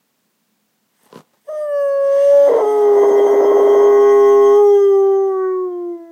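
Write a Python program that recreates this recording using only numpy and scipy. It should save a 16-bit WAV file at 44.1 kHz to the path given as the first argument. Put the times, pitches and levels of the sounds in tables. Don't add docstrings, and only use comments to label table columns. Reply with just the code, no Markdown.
import sys
import numpy as np
from scipy import signal
from scipy.fft import rfft, irfft
from scipy.io import wavfile
from scipy.ndimage import uniform_filter1d

SR = 44100
rng = np.random.default_rng(int(sys.argv[2]) if len(sys.argv) > 2 else 0)


def dump_mix(stems):
    frames = np.atleast_2d(stems).T
    limited = np.clip(frames, -1, 1)
    pcm = np.round(limited * 32767).astype(np.int16)
    wavfile.write(sys.argv[1], SR, pcm)


def volts_from_db(level):
    exponent = np.asarray(level, float) / 20
    return 10 ** exponent


N = 269451
TIME = np.arange(N) / SR

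# [t/s, f/Hz]
HIGH_PITCH = [(1.48, 582.3), (1.51, 625.5), (1.53, 614.0), (1.638, 600.1), (1.72, 577.1), (1.902, 556.0),
              (2.102, 554.0), (2.34, 567.4), (2.485, 565.3)]
BREAK_PITCH = [(2.495, 480), (2.55, 462), (2.615, 448)]
LOCKED_PITCH = [(2.63, 423.5), (2.75, 422), (2.95, 407.8), (3.1, 406), (3.3, 408), (4.05, 407.3),
                (4.2, 406), (4.52, 406.4)]
SINKING_PITCH = [(4.59, 413.3), (4.95, 392.5), (5.27, 388), (5.36, 379), (5.64, 367.3), (5.72, 355),
                 (5.92, 346), (6.0, 336.5), (6.11, 334)]
# [t/s, level/dB, mouth opening/dB, throat squeeze/dB]
HIGH_EFFORT = [(1.47, -51, 7.5, -33), (1.49, -25, 9, -37), (1.58, -22.5, 14.5, -48), (1.635, -20, 7, -54),
               (1.68, -23.5, 10, -50), (1.75, -18, 0, -42), (1.97, -15, -6.5, -39.5),
               (2.1, -13.5, -7.5, -42), (2.38, -8.5, -18.5, -27.5)]
LOW_EFFORT = [(2.482, -11, -12, -34), (2.56, -10, -12.5, -25), (2.63, -13, 6, -28.5),
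              (2.719, -15.5, 8.5, -26), (2.85, -11, 3, -29.5), (3.3, -12, 0.5, -25.5),
              (3.7, -10.5, -1.5, -28), (4.05, -10, 2, -21), (4.521, -10, 1, -26)]
SINKING_EFFORT = [(4.6, -8.5, 5, -27), (4.75, -10, 2, -31.5), (5.1, -12, 2.5, -40), (5.28, -15.5, 2.5, -38),
                  (5.45, -16.5, 1, -21.5), (5.64, -20, -0.5, -40), (5.72, -23.5, -5, -35),
                  (5.91, -23.5, -7, -37), (6.11, -38, 1.5, -23)]
# [f/Hz, level under the first harmonic/dB]
MOUTH = [(670, -9.5), (730, -16.5), (815, -17.5), (1000, -23.5), (1120, -11.5), (1220, -28.5),
         (1700, -19.5), (1850, -45.5)]
# [f/Hz, width/Hz, depth/dB]
CANCEL = [(335, 0.5, 6.5), (338.3, 1.5, 7.5), (358, 2.2, 2), (381, 3, 2), (401.4, 0.96, 2.5),
          (739, 9.7, 13), (795.6, 5, 19.5), (1163.4, 9.6, 7), (1213, 3.1, 18)]
# [t/s, level/dB]
LINGER = [(2.486, -32.5), (2.495, -25), (2.535, -27), (2.56, -20), (2.59, -30), (2.615, -29.5), (2.64, -53)]

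# [t/s, its rate over the pitch]
LOCK = [
    (2.488, 1 / 2),
    (2.495, 3 / 5),
    (2.615, 7 / 11),
    (2.63, 2 / 3),
]
# [t/s, level/dB]
GRIP = [(2.27, -35), (2.33, -6), (2.48, -4), (2.65, -1), (3.4, 0), (4.53, 1.5), (4.63, -17), (4.75, -45.5)]
PARTNER_DB = [-36, -30, -24, -2]
# 1, 2, 3 and more pitches minus the line [level against their neighbours/dB]
WEAK_FAMILY_DB = [-32.5, -13.5, -6, -15]
# [t/s, depth/dB, length/ms]
SLIPS = [(2.493, 9, 4), (2.511, 18, 3.5), (2.523, 6, 2.8), (2.543, 17, 7), (2.562, 7, 7.2), (2.591, 22, 12),
         (2.614, 12, 14), (2.652, 9, 12), (3.04, 13, 5.5), (3.054, 7, 6.6), (3.101, 9, 4), (3.112, 20, 4),
         (3.128, 6, 6.5), (3.2, 18, 5.5), (3.27, 7, 4.9), (3.284, 6, 18), (3.336, 8, 4), (3.348, 16, 6.8),
         (3.362, 7, 5), (3.413, 18, 7.1), (3.432, 14, 5.6), (3.45, 16, 5.4), (3.465, 7, 5.6),
         (3.52, 26, 5.5), (3.535, 9, 5.8), (3.58, 18, 5.9), (3.601, 22, 6.6), (3.639, 6, 5.5),
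         (3.677, 8, 11), (3.752, 16, 5.7)]
# [f/Hz, width/Hz, level/dB]
SLIP_RING = [(621, 29, -26), (766, 180, -33), (1080, 52, -30.5)]
# [from t/s, to t/s, jitter 0-1, rasp under the voice/dB]
STRAIN = [
    (1.444, 1.548, 0.3, -53),
    (2.478, 2.613, 0.27, -15.5),
    (3.008, 3.828, 0.15, -15.5),
]
STRAIN_RISE_S = [0.023, 0.021, 0.43]
STRAIN_FALL_S = [0.041, 0.04, 0.42]
# [f/Hz, width/Hz, level/dB]
RASP = [(286, 28, -10), (450, 160, -2.5), (658, 160, -6), (976, 200, -8.5), (1316, 13, -12),
        (1575, 140, -25), (2030, 160, -24)]

# [t/s, level/dB]
EDGE = [(1.5, -0.5), (1.75, -0.5), (2.0, -5.5), (2.3, 0), (2.55, -5.5), (2.93, -7), (3.02, -0.5), (4.6, 2),
        (5.45, 0)]
# [t/s, share 0-1]
HEAD_UP = [
    (2.0, 0.),
    (2.3, .45),
    (2.6, 1.),
]
# [f/Hz, width/Hz, level/dB]
THROAT_LOW = [(1483, 550, 5.5), (1949, 360, 4)]
THROAT_RISING = [(2210, 230, -11.5), (2816, 155, -2.5), (4464, 150, -12), (4840, 400, -9), (5720, 350, -12),
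                 (6190, 160, -5), (8800, 900, -12)]
THROAT = [(2820, 300, -14.5), (3189, 146, 6), (3670, 160, -18), (5200, 350, -11.5), (5720, 98, -6.5),
          (6262, 710, -2), (8380, 290, -17), (11800, 990, -31.5)]

# [t/s, level/dB]
BREATH = [(0.9, -79), (1.05, -63), (1.108, -72), (1.175, -61.5), (1.25, -80.5), (1.44, -75.5), (1.49, -65),
          (1.78, -57), (2.02, -58), (2.17, -50.5), (2.46, -48), (2.52, -53), (3.47, -56.5), (4.55, -54),
          (4.8, -57), (5.33, -71), (5.7, -85.5)]
# [t/s, level over the breath/dB]
LEAK = [(1.17, -3), (1.3, -4), (1.6, 2), (1.72, -13), (2.0, -5.5), (2.12, 0.5), (2.5, 1.5), (4.1, -0.5),
        (4.6, -5), (5.7, 6.5)]
# [f/Hz, width/Hz, level/dB]
AIR_BANDS = [(8320, 1100, 4.5), (10200, 3500, -9), (12100, 1400, -0.5)]
THROAT_AIR_BANDS = [(1850, 620, 7), (2800, 390, -9.5), (3220, 840, 3), (4900, 1100, -6), (6350, 940, -0.5)]
# f/Hz, width/Hz
TEETH_BAND = (14000, 2200)
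# [t/s, level over the air/dB]
TEETH = [(1.0, -5), (1.6, 0.5), (2.1, -7), (2.6, -4.5), (3.3, 5), (4.5, 1.5), (5.3, 2)]

# [t/s, peak level/dB, chest level/dB]
GRUNT = [(1.032, -51, 8), (1.058, -53, 6), (1.127, -24.5, -2.5), (1.144, -30, 0), (1.157, -22.5, 5.5),
         (1.174, -26.5, 4.5), (1.194, -39, 14), (1.214, -47, -5)]
# [f/Hz, width/Hz, level/dB]
GRUNT_MOUTH = [(446, 140, -4), (1010, 92, -7.5), (1430, 380, -24), (2900, 690, -30), (4260, 1770, -32)]
GRUNT_CHEST = [(151, 69, -4.5), (239, 105, -3.5)]
# [t/s, peak level/dB]
SPIT = [(0.9607, -60.5), (1.0344, -40.5), (1.057, -40.5), (1.1443, -43), (1.1717, -49), (3.0734, -38),
        (3.0854, -32.5), (3.272, -40), (3.5884, -49), (4.7546, -39), (4.7714, -42)]
# [t/s, peak level/dB]
GULPS = [(2.048, -50), (2.168, -54), (2.53, -40)]
# [t/s, level/dB]
GRUNT_AIR = [(0.93, -75), (1.044, -59), (1.108, -53), (1.13, -44), (1.195, -44.5), (1.26, -72),
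             (1.352, -60.5), (1.44, -87.5)]
# [f/Hz, level per Hz/dB]
HISS = [(49, -44), (140, -14.5), (216, -6), (323, -14), (1710, -21.5), (7540, -25.5), (12200, -28.5),
        (15600, -20.5)]


def curves(table, silent_db=-120):
    s, *columns = np.transpose(table)
    return [np.interp(TIME, s, c, left=silent_db if c[0] < -20 else None) for c in columns]


def curve(table):
    return curves(table)[0]


def unit(x):
    return x / np.sqrt(np.mean(x ** 2))


def noise():
    return rng.standard_normal(N)


def wander(rate_hz):
    return unit(signal.lfilter(*signal.butter(2, rate_hz, fs=SR), noise()))


def spin(hz):
    return np.exp(2j * np.pi * np.cumsum(hz) / SR)


def ring(x, hz, width_hz, count=1):
    for _ in range(count):
        x = signal.lfilter(*signal.iirpeak(hz, hz / width_hz, fs=SR), x)
    return x


def body(x, modes, count=1):
    out = 0
    for k, (hz, width_hz, db) in enumerate(modes):
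        out = out + (-1) ** k * volts_from_db(db) * ring(x, hz, width_hz, count)
    return out


def howl():
    hz = curve(list(HIGH_PITCH) + list(BREAK_PITCH) + list(LOCKED_PITCH) + list(SINKING_PITCH))
    effort = list(HIGH_EFFORT) + list(LOW_EFFORT) + list(SINKING_EFFORT)
    effort_db, mouth_db, squeeze_db = curves(effort)
    first_db = effort_db - cancel_db(hz)
    coupled = (TIME > GRIP[0][0]) & (TIME < GRIP[-1][0])
    jitter, rasp_gain = strain(first_db)
    slip = slips()
    early = np.roll(slip, -SR // 600)
    hunt = unit(ring(noise(), 40, 22))
    throb = unit(ring(noise(), 40, 22))
    steady_hz = hz * (1 + 0.00072 * wander(9.8) + 0.046 * jitter * hunt)
    folds = spin(steady_hz * (1 - 0.036 * slip))
    flip = spin(steady_hz / hz * 605)
    partner = spin(steady_hz * curve(LOCK))
    loose_db = -13 * np.interp(TIME, [LOCK[0][0], LOCK[-1][0]], [1, 0])

    first = volts_from_db(first_db + 0.79 * jitter) * ((1 - slip) * folds + volts_from_db(-1.5) * early ** 2 * flip)
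    second_db = effort_db + mouth_db + overtone_db(2 * hz) - cancel_db(2 * hz)
    third_db = effort_db + mouth_db + overtone_db(3 * hz) - cancel_db(3 * hz)
    low = first + 1j * volts_from_db(second_db) * folds ** 2 - volts_from_db(third_db) * folds ** 3
    low = low + lingering(throb)
    tones = (low + coupled * partner_tones(folds, partner, loose_db)).real
    voiced = volts_from_db(0.5 * jitter * throb) * tones
    closure = closure_buzz(hz, folds, partner, coupled, loose_db)
    upper = upper_throat(closure, effort_db + squeeze_db, coupled)
    voice = voiced + upper + rasp(rasp_gain, slip, early) + knock(early) + air(folds.real)
    return np.sqrt(2) * signal.sosfilt(signal.butter(4, 135, "high", fs=SR, output="sos"), voice)


def overtone_db(hz):
    at_hz, db = np.transpose(MOUTH)
    return np.interp(np.log(hz), np.log(at_hz), db)


def cancel_db(hz):
    loss_db = 0
    for at_hz, width_hz, depth_db in CANCEL:
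        loss_db = loss_db + depth_db * np.exp(-.5 * ((hz - at_hz) / width_hz) ** 2)
    return loss_db


def lingering(throb):
    tone = np.exp(2j * np.pi * 572 * TIME)
    return volts_from_db(curve(LINGER) + 2.4 * throb) * tone * (TIME < LINGER[-1][0])


def partner_tones(folds, partner, loose_db):
    own_db, sum1_db, sum2_db = (curve(GRIP) + db for db in PARTNER_DB[:3])
    before_db = -6 * (TIME < LOCK[0][0])
    settling_db = 14 * np.minimum(TIME - 4.08, 0)
    sum2_db = sum2_db + loose_db + before_db + settling_db
    own, sum1, sum2 = volts_from_db(own_db), volts_from_db(sum1_db), volts_from_db(sum2_db)
    weak = volts_from_db(WEAK_FAMILY_DB)
    sums = (own + sum1 * folds + sum2 * folds ** 2) * partner
    differences = weak[0] * own * folds + weak[1] * sum1 * folds ** 2 + weak[2] * own * folds ** 3
    return sums + differences / partner


def closure_buzz(hz, folds, partner, coupled, loose_db):
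    comb, power = 0, folds ** 3
    for k in range(4, 37):
        power = power * folds
        flicker = uniform_filter1d(rng.standard_normal(N // 64 + 1), size=40)
        flicker = np.repeat(flicker, 64)[:N]
        gain = volts_from_db((min(k, 8) * 3.61 - 3.8 * coupled) * flicker) * (k * hz < 15000)
        comb = comb + power * gain * np.exp(2j * np.pi * rng.random())
    share = volts_from_db(curve(GRIP) + PARTNER_DB[3] + loose_db)
    stamp = 1 + coupled * share * (partner / folds + volts_from_db(WEAK_FAMILY_DB[3]) / partner)
    return (comb * stamp).real


def upper_throat(closure, middle_db, coupled):
    head_up = np.clip(curve(HEAD_UP), 0, 1)
    lifted = head_up * body(closure, THROAT, count=3)
    rising = (1 - head_up) * volts_from_db(2.0) * body(closure, THROAT_RISING, count=2)
    upper_db = curve(BREATH) + 10 + curve(EDGE) - 60 * (TIME < HIGH_EFFORT[0][0])
    lowest = volts_from_db(-6 * coupled) * body(closure, THROAT_LOW[:1], count=3)
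    middle = lowest - body(closure, THROAT_LOW[1:], count=3)
    return volts_from_db(upper_db - 5.5) * (lifted + rising) + volts_from_db(middle_db - 10.0) * middle


def slips():
    out = np.zeros(N)
    for s, depth_db, ms in SLIPS:
        out += (1 - volts_from_db(-depth_db)) * np.exp(-.5 * ((TIME - s) / (0.00045 * ms)) ** 2)
    return np.clip(out, 0, .97)


def strain(level_db):
    jitter = 0.036
    gain = volts_from_db(curve(BREATH) + .8 * curve(LEAK) + 6.5) * (TIME > STRAIN[0][0])
    for (start, end, rough, rasp_db), rise, fall in zip(STRAIN, STRAIN_RISE_S, STRAIN_FALL_S):
        spell = np.interp(TIME, [start - rise, start, end, end + fall], [0, 1, 1, 0])
        jitter = jitter + rough * spell
        gain = gain + volts_from_db(level_db + rasp_db) * spell ** 2
    return jitter, gain


def rasp(gain, slip, early):
    swell = 1 + 1.9 * uniform_filter1d(np.roll(early, -SR // 250), size=400)
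    puffs = noise() * volts_from_db(1.0 * wander(30)) * swell
    return gain * (1 - 0.29 * slip) * unit(body(puffs, RASP, count=2))


def knock(early):
    return body(np.roll(early, -SR // 250) * noise() * 18, SLIP_RING, count=2)


def air(cycle):
    mouth = unit(body(noise(), AIR_BANDS, count=2)) * volts_from_db(2.6 * wander(6))
    teeth = unit(ring(noise(), *TEETH_BAND, count=2)) * volts_from_db(curve(TEETH) + 1.2 * wander(6))
    throat = unit(body(noise(), THROAT_AIR_BANDS, count=2)) * volts_from_db(curve(LEAK) + 0.6 * wander(13))
    return ((mouth + teeth) * volts_from_db(-6) + throat) * volts_from_db(curve(BREATH)) * (1 + .25 * cycle)


def grunt():
    mouth = strike([(s, db - 3.5) for s, db, _ in GRUNT], GRUNT_MOUTH)
    chest = strike([(s, db + chest_db - 13.5) for s, db, chest_db in GRUNT], GRUNT_CHEST)
    ticks = strike(SPIT, [(9000, 3000, 0.032), (11620, 3000, 0.014)])
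    gulps = strike(GULPS, [(170, 94, 0)])
    return mouth + chest + ticks + gulps + rustle()


def strike(events, modes):
    click, train = np.zeros(4096), np.zeros(N)
    click[0] = 1
    shape = body(click, modes, count=2)
    for s, db in events:
        train[int(s * SR)] = volts_from_db(db)
    return signal.fftconvolve(train, shape / np.abs(shape).max())[:N]


def rustle():
    rub = body(noise(), [(298, 720, -1.5), (920, 820, 1.5), (1930, 9900, -15)], count=2)
    rub = unit(rub) * volts_from_db(3.4 * wander(70))
    return rub * volts_from_db(curve(GRUNT_AIR) - 4) * (TIME < GRUNT_AIR[-1][0])


def room(x):
    t = TIME[:SR // 2]
    fade = volts_from_db(-60 * t / .3)
    tail = rng.standard_normal(len(t)) * fade * (t > .004)
    tail = signal.lfilter([1], [1, -.6], tail)
    return x + volts_from_db(-24) * signal.fftconvolve(x, tail / np.sqrt(np.sum(tail ** 2)))[:N]


def hum():
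    return volts_from_db(-78) * unit(ring(noise(), 212, width_hz=8))


def hiss():
    hz = np.maximum(np.arange(N // 2 + 1) * SR / N, 1)
    at_hz, db = np.transpose(HISS)
    colour = volts_from_db(np.interp(np.log(hz), np.log(at_hz), db))
    return volts_from_db(-64) * unit(irfft(rfft(noise()) * colour, N))


def scene():
    return (room(howl() + grunt()) + hum())[None]


def low_pass(x):
    return signal.sosfilt(signal.butter(12, 15750, fs=SR, output="sos"), x)


def record(dry):
    rounded = 1.3 * np.tanh(dry / 1.3)
    thin = signal.sosfilt(signal.butter(3, 105, "high", fs=SR, output="sos"), rounded)
    return low_pass(thin + hiss())


dry = scene()
out = record(dry)
dump_mix(out)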